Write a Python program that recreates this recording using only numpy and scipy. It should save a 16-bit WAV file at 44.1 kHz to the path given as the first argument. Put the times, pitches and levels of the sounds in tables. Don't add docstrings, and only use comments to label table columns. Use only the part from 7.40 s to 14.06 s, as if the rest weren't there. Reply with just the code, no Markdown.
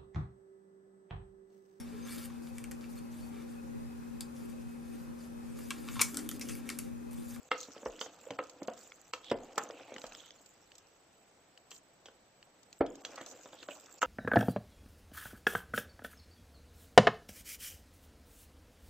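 import sys
import numpy as np
from scipy import signal
from scipy.fft import rfft, irfft, next_fast_len
from scipy.io import wavfile
from scipy.ndimage import uniform_filter1d

SR = 44100
rng = np.random.default_rng(int(sys.argv[2]) if len(sys.argv) > 2 else 0)


def int16_out(signal):
    q = np.round(np.clip(np.atleast_2d(signal).T, -1, 1) * 32767)
    wavfile.write(sys.argv[1], SR, q.astype(np.int16))


def gain_from_db(level_db):
    decades = np.asarray(level_db, float) / 20
    return 10 ** decades


N = 293706

# [f/Hz, density/dB per Hz]
HISS = [(12, -45), (20, -14), (149, -7.5), (555, -6.5), (711, -6), (766, -8), (1080, -12), (1200, -12),
        (6460, -20.5), (7500, -18.5), (9750, -50), (16500, -120)]
# [f/Hz, likeness]
HISS_ALIKE = [(100, 0.985), (1000, 0.41), (4000, 0.09), (8000, 0.12)]
# [t/s, force level/dB, wetness level/dB]
STIR = [(0, -74, 3.5), (.3, -69.5, 10.5), (.68, -62, -3), (.98, -63, -5), (1.17, -66.5, -5),
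        (1.43, -66, 5.5), (1.56, -69.5, 1.5), (1.78, -77, 7), (1.909, -60, -9.5), (2.22, -57.5, -12),
        (2.47, -57, -11.5), (2.74, -67, 8.5), (3.001, -76.5, 8), (5.1, -78, -23.5), (5.45, -72.5, 2),
        (5.73, -57, -4), (6.1, -65.5, 2), (6.66, -65, -1.5)]
# [f/Hz, width/Hz, level/dB]
PUSH_MODES = [(294.6, 57, -0.5), (507, 74, 2.5), (738, 213, -2.5)]
# [f/Hz, width/Hz, level/dB]
SCRAPE_MODES = [(1310, 480, 0.5), (2100, 130, -2), (2580, 800, -3.5)]
# [f/Hz, width/Hz, level/dB]
SQUISH_MODES = [(4520, 5600, -4.5), (5820, 3550, 4.5), (7350, 2150, 6)]
# [t/s, level at 1 kHz/dB, tilt/dB per octave, narrowness/dB per octave squared]
RIM_HITS = [
    (0.113, -20.5, 6.5, 3.5),
    (0.987, -24.5, -0.0, 5.5),
    (1.733, -33, 8, 1.2),
    (6.616, -32, 14.5, 7),
    (6.626, -18, 4.5, 5.0),
]
# [t/s, level at 1 kHz/dB, tilt/dB per octave, narrowness/dB per octave squared]
WALL_HITS = [(.457, -37, -8.5, 7), (.61, -37.5, 3.5, 1), (.904, -42, -3, -.5), (1.217, -50.5, -6, 1.5),
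             (1.28, -35.5, -6.5, 6.5), (1.913, -31.5, -5.5, 0), (2.177, -25.5, 7.5, 11.5),
             (2.298, -46, -10.5, 12), (2.638, -41.5, 1.5, 2.3), (5.406, -26.5, -7.5, 3.5),
             (5.441, -59.5, -4, 7), (5.648, -49, 7, 0.9), (5.776, -38.5, 5, 7), (6.284, -39.5, 0.5, 3.5)]
# [t/s, level at 1 kHz/dB, tilt/dB per octave]
TAPS = [(0.282, -57.5, -7), (0.362, -52, -1.5), (0.428, -53.0, -3.5), (0.659, -48.5, -1),
        (2.518, -51.0, -5), (2.559, -49, -3), (2.58, -51.5, 4.5), (2.716, -63.5, -4.5), (4.313, -54, 7),
        (4.655, -54.5, 6.3), (4.682, -55.5, 0.5), (5.024, -73, 6), (5.461, -51.5, 4.2), (5.809, -46, -0.5),
        (6.055, -51, -1.45), (6.128, -50, -0.7), (6.226, -58.5, 8)]
# [f/Hz, level/dB, t60/s]
RIM_MODES = [(308, -1, 0.36), (500.5, 2, 0.19), (772, -5.5, 0.06), (995, -0.5, 0.035), (1304, 6.5, 0.033),
             (1580, -18.5, 0.03), (1920, -23, 0.013), (2100, -5.5, 0.044), (2530, -18, 0.02),
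             (2760, -5, 0.062), (3300, -10, 0.03), (4210, 0.5, 0.0054)]
# [f/Hz, level/dB, t60/s]
WALL_MODES = [(188.7, -3.5, 0.076), (294, 12, 0.055), (416, 0.5, 0.062), (516.8, 9, 0.078), (607, 5, 0.061),
              (815, -1, 0.058), (984, 2, 0.041), (1292, 0.5, 0.035), (1486, -6, 0.084),
              (1894, -39.5, 0.074), (2300, -19, 0.016), (3225, 2, 0.06), (3400, -3, 0.031),
              (4460, -2.5, 0.03), (5050, -9, 0.069), (6100, -8, 0.11), (6780, 1.5, 0.032)]
# [f/Hz, t60/s]
KITCHEN_DECAY = [(200, 0.5), (1500, 0.224), (8000, 0.247)]
# [f/Hz, likeness]
ROOM_ALIKE = [(200, 0.946), (1000, 0.82), (4000, 0.28), (8000, 0.35)]
# [t/s, peak level/dB, f/Hz]
POPS = [(0.115, -28, 2100), (0.3792, -42, 3100), (0.5926, -34.5, 3420), (0.6122, -28, 3060),
        (0.9058, -35.5, 2220), (0.9896, -36, 1890), (1.283, -38.5, 2820), (1.5196, -38.5, 2213),
        (1.7358, -28, 2850), (1.8444, -37.5, 3600), (1.8994, -33, 3450), (1.9129, -30, 3090),
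        (1.942, -43, 3150), (2.1111, -62, 3200), (2.3084, -37, 3220), (2.4329, -45, 2470),
        (2.5631, -35.5, 1940), (2.582, -37, 2796), (2.6171, -33.5, 3980), (2.7217, -39, 2570),
        (2.7494, -35, 3340), (2.8654, -46, 3300), (2.9067, -38.5, 3230), (3.3183, -42.5, 2860),
        (4.1759, -42, 2960), (5.0277, -42.5, 2880), (5.3284, -34.5, 4240), (5.6495, -28, 2760),
        (5.8077, -48, 2820), (6.2294, -36.5, 2820)]
# [t/s, peak level/dB, f/Hz, left-right level/dB]
TICKS = [(0.2041, -31, 6330, 2), (0.2304, -33.5, 5290, 3), (0.3189, -41, 6340, 4.5),
         (1.038, -42, 7500, -5.5), (1.0964, -37, 7050, -4.5), (1.2311, -38.5, 6420, -1.5),
         (1.275, -36, 6510, 0), (1.3357, -44, 6600, -5), (1.3763, -41, 7900, -2.5),
         (2.158, -43.5, 5170, -3), (2.1799, -20.5, 7350, -5), (2.6655, -35.5, 7780, -7.5),
         (3.0602, -41, 7790, -4.0), (3.3538, -41.5, 6680, -2), (3.3817, -40, 7890, -3.0),
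         (4.3072, -38, 7790, 5), (4.349, -44, 6900, -2), (4.3628, -39.5, 6820, 3), (5.2312, -45, 7930, 3),
         (5.3896, -39, 7930, -3.5), (5.555, -39.5, 6680, -2), (5.7578, -35, 7840, -6),
         (5.8625, -33.5, 6080, 1), (5.885, -42, 6150, 1), (5.913, -38.5, 6100, -1.0), (5.992, -52, 5970, 2),
         (6.0337, -43, 6760, -1.0), (6.3535, -46, 7000, -14), (6.3984, -42, 7840, -5.5),
         (6.4596, -44, 5590, -5)]
# [t/s, length/s, f/Hz, level/dB]
SWIPES = [(0.127, 0.16, 4200, -57.5), (.17, 0.098, 6500, -52), (0.594, 0.081, 6325, -50),
          (0.863, 0.083, 517, -48.5), (1.202, 0.03, 319, -53), (1.359, 0.13, 7200, -60),
          (1.829, .11, 3330, -52.5), (2.19, 0.066, 7080, -53), (2.299, 0.228, 2620, -64.5),
          (2.476, 0.081, 2300, -60), (2.731, 0.21, 3350, -60.5), (4.302, 0.0915, 7500, -57.5),
          (5.763, 0.073, 1870, -56.5), (5.854, 0.087, 6300, -57.5), (6.168, 0.08, 3450, -60.5),
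          (6.292, 0.0445, 2770, -51.5), (6.295, 0.059, 7700, -55), (6.613, 0.0276, 6800, -40)]
# [t/s, peak level/dB, f/Hz, length/s]
JOLTS = [
    (.46, -54.5, 85, 0.0655),
    (1.929, -60, 60, 0.12),
    (2.65, -66, 60, 0.086),
    (5.405, -36, 138, 0.014),
    (5.43, -60, 60.4, 0.1),
]
# [t of blow/s, lower edge f/Hz, depth level/dB]
GAPS = [(.113, 100, 30), (.454, 2500, 10), (.993, 900, 22), (1.225, 3500, 12), (1.28, 1300, 18),
        (1.737, 100, 25), (2.16, 1500, 9), (5.408, 100, 20), (5.644, 1300, 20), (6.288, 1300, 15),
        (6.616, 100, 35)]
# [f/Hz, level/dB]
MIRROR_LEAK = [(5800, -78), (6800, -49.5), (7300, -10), (7900, -11.5)]
# [f/Hz, level/dB]
SHIFT_LEAK = [(5000, -44), (6500, -32.5), (7300, -27), (7900, -25)]


def unit(x):
    return x / np.sqrt(np.mean(x ** 2) + 1e-20)


def along(points, hz):
    f, v = np.transpose(points)
    return np.interp(np.log(hz + 1), np.log(f + 1), v)


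def filtered(x, response):
    m = next_fast_len(N + SR // 4)
    return irfft(rfft(x, m) * response(np.fft.rfftfreq(m, 1 / SR)), m)[..., :N]


def smoothed(x, rows, columns):
    return uniform_filter1d(uniform_filter1d(x, size=rows, axis=0), size=columns, axis=1)


def resonances(modes):
    def response(f):
        return sum((-1) ** k * gain_from_db(db) * 1j * f * w / (c * c - f * f + 1j * f * w)
                   for k, (c, w, db) in enumerate(modes))
    return response


def panned(x, db):
    return x * gain_from_db([[db / 2], [-db / 2]])


def spread(pair, alike, response):
    def mid_side(hz):
        turn = np.arccos(np.clip(along(alike, hz), -1, 1)) / 2
        return response(hz) * np.array([np.cos(turn), np.sin(turn)])
    mid, side = filtered(pair, mid_side)
    return np.array([mid + side, mid - side])


def hiss():
    tone = spread(rng.standard_normal((2, N)), HISS_ALIKE, lambda hz: gain_from_db(along(HISS, hz)))
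    whistle = filtered(rng.standard_normal((2, N)), lambda hz: np.exp(-((hz - 7830) / 90) ** 2))
    return gain_from_db(-66.5) * unit(tone) + panned(gain_from_db(-75.0) * unit(whistle), -4.5)


def rubbing(modes, per_s, size_db, patchy_db, bed, alike):
    slips = (rng.random(N) < per_s / SR) * gain_from_db(size_db * rng.standard_normal(N))
    grains = np.convolve(slips, gain_from_db(-60 * np.arange(260) / SR / 0.0049))[:N]
    z = signal.stft((unit(grains) + bed) * rng.standard_normal((2, N)), nperseg=256)[2]
    patches = unit(smoothed(rng.standard_normal(z.shape[1:]), 5, 9))
    pair = signal.istft(z * gain_from_db(patchy_db * patches), nperseg=256)[1][:, :N]
    return unit(spread(pair, [(1000, alike)], resonances(modes)))


def stirring():
    s, *levels = np.transpose(STIR)
    push_db, wet_db = [np.interp(np.arange(N) / SR, s, c) for c in levels]
    drag_db, drag_t60 = -29, 0.31
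    at, blow_db = np.transpose(RIM_HITS + WALL_HITS)[:2]
    blows = np.bincount((at * SR).astype(int), gain_from_db(blow_db + drag_db), N)
    drag = signal.lfilter([1], [1, -gain_from_db(-60 / drag_t60 / SR)], blows)
    push = rubbing(PUSH_MODES, per_s=160, size_db=3.5, patchy_db=3.5, bed=1.8, alike=.96)
    push = gain_from_db(push_db + 2.5) * push
    scrape = rubbing(SCRAPE_MODES, per_s=270, size_db=2.5, patchy_db=3.0, bed=1.0, alike=0.883)
    scrape = (gain_from_db(push_db + 0.49 * wet_db - 1.0) + drag) * scrape
    squish = rubbing(SQUISH_MODES, per_s=210, size_db=6.0, patchy_db=5.5, bed=1.0, alike=0.51)
    squish = gain_from_db(push_db + wet_db + 1.5) * squish
    return panned(push + scrape, 0.043) + panned(squish, -2.5)


def colour(hz, tilt, narrow):
    octaves = np.log2(hz / 1000 + .02)
    return tilt * octaves - narrow * octaves ** 2


def knocks(hits, modes, scatter_db, gain_db, body_db, blur):
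    lead_s, early_s = 0.0024, .007
    burst_db, burst_t60, body_t60 = -5, .028, .07
    out, t = np.zeros(N + SR), np.arange(SR // 4) / SR
    hz, level, t60 = np.transpose(modes)[:, :, None]
    fade = 0.65 * gain_from_db(-60 * t / (0.29 * t60)) + 0.29 * gain_from_db(-60 * t / t60)
    fade *= 1 - np.exp(-t * hz / 0.62)
    body_fade = gain_from_db(body_db - 60 * t / body_t60) * (1 - np.exp(-t / 0.0026))
    burst_fade = gain_from_db(burst_db - 60 * np.abs(t - early_s - lead_s) / burst_t60) * np.minimum(t / early_s, 1)
    grid = np.fft.rfftfreq(len(t), 1 / SR)
    for s, db, *shape in hits:
        size = gain_from_db(colour(hz, *shape) + level + scatter_db * rng.standard_normal(hz.shape))
        drift = blur * np.cumsum(rng.standard_normal((len(hz), len(t))), 1) * np.sqrt(hz / SR)
        detuned = hz * (1 + 0.022 * blur * rng.standard_normal(hz.shape))
        turn = 2 * np.pi * detuned * t + drift
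        ring = (size * fade * np.sin(turn)).sum(0)
        tint = gain_from_db(colour(np.clip(grid, 200, 7000), *shape)) / (grid / 1000 + .3)
        noise = irfft(rfft(rng.standard_normal((2, len(t)))) * tint, len(t))
        body = body_fade * noise[0]
        burst = burst_fade * noise[1]
        out[round((s + lead_s) * SR):][:len(t)] += gain_from_db(db + gain_db) * (ring + body)
        out[round((s - early_s) * SR):][:len(t)] += gain_from_db(db + gain_db) * burst
    return out[:N]


def kitchen(x):
    hz, t, z = signal.stft(rng.standard_normal((2, SR // 3)), SR, nperseg=256)
    fade = gain_from_db(-60 * t / along(KITCHEN_DECAY, hz)[:, None])
    tail = signal.istft(z * fade, SR, nperseg=256)[1]
    late = np.pad(x, (300, 0))[None]
    wet = signal.fftconvolve(late, tail / np.linalg.norm(tail[0]), axes=1)[:, :N]
    return spread(wet, ROOM_ALIKE, np.ones_like)


def smacks():
    out, t = np.zeros((2, N + SR)), np.arange(SR // 40) / SR
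    pops = [(s, db + 9, hz, -1 + 1.5 * rng.standard_normal()) for s, db, hz in POPS]
    ticks = [(s, db + 15.5, hz, pan_db) for s, db, hz, pan_db in TICKS]
    for s, db, hz, pan_db in pops + ticks:
        lag = .00005 * rng.standard_normal((2, 1))
        turn = 2 * np.pi * hz * (t + lag)
        swing = np.sin(turn) + .6 * np.sin(1.55 * turn) + .5 * np.sin(.62 * turn)
        pop = swing * np.exp(-t * hz / 2.2)
        spray = 0.13 * np.diff(rng.standard_normal((2, len(t) + 1))) * gain_from_db(-60 * t / 0.036)
        onset = 1 - np.exp(-t / 0.00094)
        out[:, round(s * SR):][:, :len(t)] += gain_from_db(db) * onset * panned(pop + spray, pan_db)
    return out[:, :N]


def swipes():
    out = np.zeros((2, N + SR))
    for s, length, hz, db in SWIPES:
        t = np.arange(round(length * SR)) / SR
        grains = np.repeat(rng.exponential(size=80) ** 2, SR // 350)
        grit = 1 + 0.23 * grains[:len(t)]
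        shared, own = rng.standard_normal(SR // 4), rng.standard_normal((2, SR // 4))
        rough = (shared + hz / 6000 * own)[:, :len(t)] * grit
        b, a = signal.iirpeak(hz, 1 / .28, SR)
        stroke = signal.lfilter(b, a, signal.lfilter(b, a, rough))
        swell = np.sin(np.pi * t / length) ** .5
        out[:, round(s * SR):][:, :len(t)] += gain_from_db(db) * unit(stroke) * swell
    return panned(out[:, :N], -5.1)


def jolts():
    out, t = np.zeros(N + SR), np.arange(SR // 3) / SR
    for s, db, hz, length in JOLTS:
        swell = np.e * t / length * 3 * np.exp(-3 * t / length)
        swing = np.sin(2 * np.pi * hz * length * (1 - np.exp(-t / length)))
        out[round(s * SR):][:len(t)] += gain_from_db(db) * swell * swing
    return out[:N]


def scene():
    rim = knocks(RIM_HITS, RIM_MODES, scatter_db=1.5, gain_db=1.0, body_db=-1.5, blur=.35)
    touches = [tap + (1.78,) for tap in TAPS]
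    wall = knocks(WALL_HITS + touches, WALL_MODES, scatter_db=3.0, gain_db=3, body_db=4, blur=.85)
    pot = filtered(rim + wall, lambda hz: (1j * hz / (1j * hz + 130)) ** 3)
    lag_s = .00004
    sides = np.array([[-1], [1]])
    direct = panned(filtered(pot, lambda hz: np.exp(1j * np.pi * lag_s * hz * sides)), -0.76)
    room = gain_from_db(-9.5) * kitchen(pot)
    return hiss() + stirring() + direct + room + smacks() + swipes() + panned(jolts(), -0.6)


def dropouts(x):
    hz, t, z = signal.stft(x, SR, nperseg=256, noverlap=192)
    chance = unit(smoothed(rng.standard_normal(z.shape[1:]), 2, 20))
    lead_s, gap_s = .022, .015
    loss_db = np.zeros(z.shape[1:])
    for s, above_hz, db in GAPS:
        gap = np.clip((gap_s / 2 - np.abs(t - s + lead_s - gap_s / 2)) / .002 + .5, 0, 1)
        loss_db += db * np.outer(hz > above_hz, gap)
    level_db = 20 * np.log10(smoothed(np.abs(z[0]), 3, 5) + 1e-9)
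    masked_db = np.clip(5 * (level_db[1:6].max(0) - level_db - 26), 0, 60)
    loss_db += (hz > 2500)[:, None] * masked_db
    busy = uniform_filter1d(np.abs(z[0, 2:8]).mean(0), size=60) > gain_from_db(-84)
    stray_db = 14 * np.outer((hz > 2500) & (hz < 7400), busy) * (chance > 1.45)
    loss_db[hz > 7500] = np.maximum(2 * loss_db[hz > 7500] - 40, 0)
    ragged = np.clip(1.1 + .8 * chance, .25, 2)
    kept = z * gain_from_db(-loss_db * ragged - stray_db)
    return signal.istft(kept, SR, nperseg=256, noverlap=192)[1][:, :N]


def band_limit(x):
    return signal.sosfilt(signal.butter(12, 16500, fs=SR, output="sos"), x)


def record(dry):
    x = filtered(dropouts(dry), lambda hz: 1 / (1 + (hz / 8050) ** 90))
    t = np.arange(N) / SR
    mirrored = filtered(x, lambda hz: gain_from_db(along(MIRROR_LEAK, hz))) * np.cos(np.pi * SR * t)
    top = filtered(x, lambda hz: gain_from_db(along(SHIFT_LEAK, hz)))
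    top = signal.hilbert(top, next_fast_len(N))[:, :N]
    shifted = (top * np.exp(2j * np.pi * 3900 * t)).real
    return band_limit(x + mirrored + shifted)


dry = scene()
out = record(dry)
int16_out(out)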